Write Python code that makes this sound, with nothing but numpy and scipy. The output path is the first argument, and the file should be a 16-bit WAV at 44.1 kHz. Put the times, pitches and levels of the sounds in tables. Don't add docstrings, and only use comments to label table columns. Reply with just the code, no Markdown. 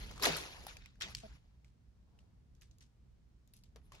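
import sys
import numpy as np
from scipy import signal
from scipy.fft import rfft, irfft
from scipy.io import wavfile
from scipy.ndimage import uniform_filter1d

SR = 44100
rng = np.random.default_rng(int(sys.argv[2]) if len(sys.argv) > 2 else 0)


def wav_record(signal):
    frames = np.transpose(np.atleast_2d(signal))
    bounded = np.clip(frames, -1, 1)
    quanta = np.round(bounded * 32767).astype(np.int16)
    wavfile.write(sys.argv[1], SR, quanta)


def voltage_ratio(level):
    return 10 ** (np.asarray(level, float) / 20)


N = 176400

PORT_LAG_S, PORT_SPREAD_S, LEFT_DB, PAPER_SAME = 0.00019, 0.00011, 1.5, 0.41
HIGH_HISS_HZ = 8345


def evened(x):
    return x / np.sqrt(np.mean(x ** 2) + 1e-20)


def read(points, hz):
    table_hz, value = np.transpose(points)
    return np.interp(np.log(hz + 1), np.log(table_hz + 1), value)


def coloured(x, points):
    length = x.shape[-1]
    gain = voltage_ratio(read(points, np.fft.rfftfreq(length, 1 / SR)))
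    return evened(irfft(rfft(x) * gain, length))


def band(x, low_hz, high_hz):
    edges_hz = [low_hz, min(high_hz, 20000)]
    sos = signal.butter(N=2, Wn=edges_hz, btype="band", fs=SR, output="sos")
    return evened(signal.sosfilt(sos, x))


def ports(a, b, lag_s, same):
    same = np.clip(same, 0, 1)
    hz = np.fft.rfftfreq(len(a), 1 / SR)
    late = irfft(rfft(a) * np.exp(-2j * np.pi * hz * lag_s), len(a))
    right = same * late + np.sqrt(1 - same ** 2) * b
    return np.array([a * voltage_ratio(LEFT_DB / 2), right * voltage_ratio(-LEFT_DB / 2)])


# pitch in Hz, likeness from 0 (unrelated) to 1 (the same).
ROOM_LIKENESS = [(30, 0.88), (70, .86), (150, 0.64), (300, .42), (600, 0.0499), (6000, 0.012),
                 (15000, 0.27)]


def room_noise(points):
    z = rfft(rng.standard_normal((2, N)))
    same = np.clip(read(ROOM_LIKENESS, np.fft.rfftfreq(N, 1 / SR)), -1, 1)
    right = same * z[0] + np.sqrt(1 - same ** 2) * z[1]
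    return coloured(irfft(np.array([z[0], right]), N), points)


# time in seconds, level in dB.
RUMBLE_SWELL = [(0.0, -50.5), (0.56, -58.5), (0.59, -55), (0.93, -63), (1.19, -52.5), (1.22, -63),
                (1.34, -54.5), (1.38, -64.5), (2.35, -63), (2.39, -62.5), (2.87, -63.5), (2.91, -71.5),
                (3.05, -61), (3.42, -67), (3.89, -60.5), (4.0, -61.5)]
# pitch in Hz, relative strength in dB.
RUMBLE_TONE = [(8.8, -65.5), (15, -25.5), (35, -5), (59, 0), (91, -10.5), (124, -8.5), (146, -12),
               (201, -16.5), (313, -27.5), (500, -34.5), (650, -60.5), (1100, -120)]
# pitch in Hz, level in dB.
HUM_TONES = [(59.2, -75), (119, -77)]
# pitch in Hz, relative strength in dB.
HISS_TONE = [(120, -31), (200, -4), (294, -12.5), (322, -14), (601, -18.5), (647, -19), (836, -21),
             (3250, -28.5), (5730, -30), (16000, -47.5)]


def room():
    hiss_db = -79
    t = np.arange(N) / SR
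    hum = 0
    for hz, db in HUM_TONES:
        hum = hum + voltage_ratio(db) * np.sqrt(2) * np.sin(2 * np.pi * (hz * t + rng.random()))
    rumble = voltage_ratio(np.interp(t, *np.transpose(RUMBLE_SWELL))) * room_noise(RUMBLE_TONE)
    rumble = rumble * voltage_ratio([[-.9], [.9]])
    return rumble + hum + voltage_ratio(hiss_db) * room_noise(HISS_TONE)


def patchy(x):
    patch_db = 3.0
    z = signal.stft(x, nperseg=256)[2]
    patches = rng.standard_normal(z.shape[:0:-1]).T
    patches = uniform_filter1d(patches, size=2, axis=0)
    patches = evened(uniform_filter1d(patches, size=6, axis=1))
    return signal.istft(z * voltage_ratio(patch_db * patches), nperseg=256)[1][:, :N]


# time in seconds, level of the middle in dB,
# low body in dB relative to the middle, high hiss in dB relative to the middle.
PAPER_MOTION = [(0, -52.5, -10.5, -14), (.19, -62, 0.5, -21), (.222, -44, -5.5, -18),
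                (.236, -33, -8.5, -10.5), (0.255, -28, -8.5, -13.5), (.27, -32.5, -2, -18.5),
                (0.299, -37, -4, -20), (.358, -43, -6.5, -22), (.4, -47, -6.5, -14.5),
                (.536, -55, -5.5, -18), (.654, -60, -2.5, -13), (.7, -52, -13, -23), (.76, -64, -2.5, -16),
                (.85, -65, -18, -32), (0.929, -76.5, -18, -29), (1.003, -81.5, 6.5, -14),
                (1.011, -41.5, -27, -23), (1.025, -41, -19.5, -27), (1.069, -52.5, -7.5, -35),
                (1.11, -55.5, -12, -10.5), (1.14, -62, -10, -24), (1.19, -66, -26, -28),
                (1.25, -62.5, -6, -18), (1.31, -68, -14, -24), (1.356, -67.5, -10, -14),
                (1.4, -80.5, -5.5, -21), (1.9, -100, 7, -21), (2.2, -85.5, 8, -16), (2.5, -102, 7, -17),
                (3.75, -100, 7, -18.5), (3.77, -70, 5.5, -15), (3.81, -90, 4, -13.5),
                (3.859, -84.5, -4, 5.5), (3.913, -82, 2, -17.5), (3.93, -66, 1, -27), (4.0, -67, -5, -24)]
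# pitch in Hz, relative strength in dB.
PAPER_TONE = [(600, -27.5), (1000, -5.5), (1500, 0), (2300, -0.5), (4520, -3.5), (6720, -9.5),
              (7600, -13.5), (8600, -33.5)]
# pitch in Hz, relative strength in dB.
HIGH_HISS_TONE = [(8300, -32.5), (9500, 0), (11000, 1), (12300, -5.5), (12900, -21.5), (15500, -27.5)]


def rustle():
    grains_per_s, grain_spread_db, grain_s, grain_share = 980, 1, .0012, 0.36
    body_low_hz, body_high_hz = 263, 995
    t = np.arange(N) / SR
    size = voltage_ratio(grain_spread_db * np.minimum(rng.exponential(1, N), 5))
    size = size * (rng.random(N) < grains_per_s / SR)
    puffs = signal.lfilter([1], [1, -np.exp(-1 / (grain_s * SR))], size)
    loudness = 1 - grain_share + grain_share * evened(puffs)
    drive = loudness * rng.standard_normal((2, N))
    drive = patchy(ports(*drive, PORT_LAG_S, PAPER_SAME))
    body = band(drive, body_low_hz, body_high_hz)
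    middle = coloured(drive, PAPER_TONE)
    high_hiss = coloured(drive, HIGH_HISS_TONE)
    s, db, body_db, high_hiss_db = np.transpose(PAPER_MOTION)
    body = voltage_ratio(np.interp(t, s, body_db)) * body
    high_hiss = voltage_ratio(np.interp(t, s, high_hiss_db)) * high_hiss
    return voltage_ratio(np.interp(t, s, db)) * (middle + body + high_hiss)


# start in seconds, relative level in dB, pitch in Hz, time to fall by 60 dB in seconds.
LOW_RINGS = [(0, -42, 43.8, 1.3), (.267, -36.5, 344.2, 0.17), (.295, -37, 160, .3), (1.05, -51, 199.6, .25),
             (3.76, -57.5, 175.3, .2)]


def low_ring(db, hz, t60_s):
    t = np.arange(SR // 4) / SR
    flutter = band(ports(*rng.standard_normal((2, len(t))), 0, 0.98), hz * .8, hz * 1.25)
    tone = np.sin(2 * np.pi * (hz * t + rng.random())) * voltage_ratio([[1], [3]])
    fade = voltage_ratio(db - 5 - 60 * t / t60_s) * (1 - np.exp(-t / 0.0063))
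    return fade * (tone + .4 * flutter)


# start in seconds, relative level in dB, ring pitch in Hz,
# high hiss in relative dB, tail in relative dB.
PAGE_SNAPS = [(0.1112, -45.5, 1250, -8.5, -14.5), (0.159, -55.5, 1080, -22, -4),
              (.178, -46.5, 1240, -30, -16), (0.1971, -43.5, 1160, -7, -15), (0.224, -25, 4280, -1, -28),
              (.2334, -20.5, 5030, -12, -27), (0.2396, -31.5, 1030, -18, -13), (.2540, -17, 4050, -8, -39),
              (.269, -26.5, 650, -25.5, -16), (0.3222, -32, 4000, -22.5, -26),
              (.363, -33.5, 1380, -15, -9.5), (0.367, -36, 5000, 8, -12), (0.6668, -40, 794, 4, -14.5),
              (0.7685, -41, 2490, -17, -32), (0.8588, -44.5, 2300, -15, -32), (0.9561, -65, 1620, -18, -30),
              (1.0038, -45.5, 4300, -11, -15), (1.0112, -38, 1980, -25, -28), (1.0202, -27, 3400, -25, -31),
              (1.084, -53.5, 1250, -26, -18), (1.106, -55, 1250, -3, -14),
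              (1.1493, -25.5, 4720, -14.5, -29), (1.1683, -42, 4890, -31, -10.5),
              (1.6455, -59.5, 2260, -12.5, -13), (2.189, -59, 2860, -28, -17.5),
              (2.5501, -63.5, 6000, -7.5, -16.5), (2.6115, -52, 6200, -9, -18),
              (2.6188, -52.5, 2670, -3, -11), (2.7112, -55.5, 6320, -12.5, -22),
              (2.7841, -55.5, 6890, -3, -24), (2.807, -53, 5680, -8, -12.5), (2.8118, -57, 2026, -23, -12),
              (3.475, -58.5, 7060, -4, -22.5), (3.5361, -53, 4500, 5.5, -13.5),
              (3.566, -57, 6450, 3.5, -15), (3.6363, -52, 4790, -5.5, -20), (3.7595, -53, 459, -9, -15.5),
              (3.92, -49, 1073, -7.5, -9), (3.9503, -51, 2660, -11, -29)]


def snap(db, hz, high_hiss_db, tail_db):
    crack_t60_s, tail_t60_s, tail_rise_s, tail_hiss_db = .015, .2, 0.0047, -8
    aftercracks_per_s, aftercrack_db = 180, 10
    ring_split, ring_t60_s = .04, .026
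    crack_top_hz = 12800
    t = np.arange(SR // 4) / SR
    lag_s = PORT_LAG_S + PORT_SPREAD_S * rng.standard_normal()
    noise = ports(*rng.standard_normal((2, len(t))), lag_s, PAPER_SAME)

    crack = voltage_ratio(-60 * t / crack_t60_s) * np.minimum(t / .0008, 1)
    hits = rng.random(len(t)) * (rng.random(len(t)) < aftercracks_per_s / SR)
    aftercracks = np.convolve(hits, crack[:SR // 50])[:len(t)]
    tail = voltage_ratio(tail_db - 60 * t / tail_t60_s) * (1 - np.exp(-t / tail_rise_s))
    tail = tail * (1 + voltage_ratio(aftercrack_db) * aftercracks)

    pair = [np.sin(2 * np.pi * (hz * (1 + side * ring_split) * t + rng.random() / 4)) for side in (-1, 1)]
    ring_fade = voltage_ratio(-60 * t * np.sqrt(hz / 1000) / ring_t60_s) * np.minimum(t / 0.00069, 1)
    ring = ports(sum(pair), pair[0], lag_s / 3, 0.94) * ring_fade

    burst_db = -2.5 - 2.9 * np.log2(hz / 4000)
    burst = voltage_ratio(burst_db) * crack * band(noise, hz / 2.2, HIGH_HISS_HZ - 1000)
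    trail = tail * band(noise, hz / 2.0, min(hz * 6, HIGH_HISS_HZ - 1200))
    high_hiss = crack * band(noise, HIGH_HISS_HZ, crack_top_hz)
    high_hiss = high_hiss + voltage_ratio(tail_hiss_db) * tail * coloured(noise, HIGH_HISS_TONE)
    return voltage_ratio(db - 4) * (ring + burst + trail + voltage_ratio(high_hiss_db) * high_hiss)


# multiple of the base pitch, relative strength in dB.
CREAK_OVERTONES = [(1, 5), (2, -3), (3, 10)]


def creak():
    length_s, base_hz, start_db, jitter = 0.037, 214.6, -49, 0.034
    t = np.arange(0, length_s, 1 / SR)
    wobble = evened(uniform_filter1d(rng.standard_normal(len(t)), size=200))
    turns = np.cumsum(base_hz * (1 + jitter * wobble)) / SR
    tone = np.zeros((2, len(t)))
    for port, shift in enumerate((0, .09)):
        for k, db in CREAK_OVERTONES:
            tone[port] += voltage_ratio(db) * np.sin(2 * np.pi * k * (turns + shift))
    edges = np.minimum(np.minimum(t / 0.005, (length_s - t) / 0.0036), 1)
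    return voltage_ratio(start_db - 140 * t) * edges * evened(tone)


def add(mix, s, sound):
    part = mix[:, round(s * SR):][:, :sound.shape[1]]
    part += sound[:, :part.shape[1]]


def scene():
    mix = room() + rustle()
    for s, *row in LOW_RINGS:
        add(mix, s, low_ring(*row))
    for s, *row in PAGE_SNAPS:
        add(mix, s, snap(*row))
    add(mix, 1.232, creak())
    return mix


def top_cut(x):
    return signal.sosfilt(signal.butter(12, 16830, fs=SR, output="sos"), x)


def record(dry):
    edge_hz = 16100
    lowpass = signal.firwin(255, edge_hz, fs=SR)
    limited = signal.oaconvolve(dry, lowpass[None], "same")
    return top_cut(limited)


dry = scene()
out = record(dry)
wav_record(out)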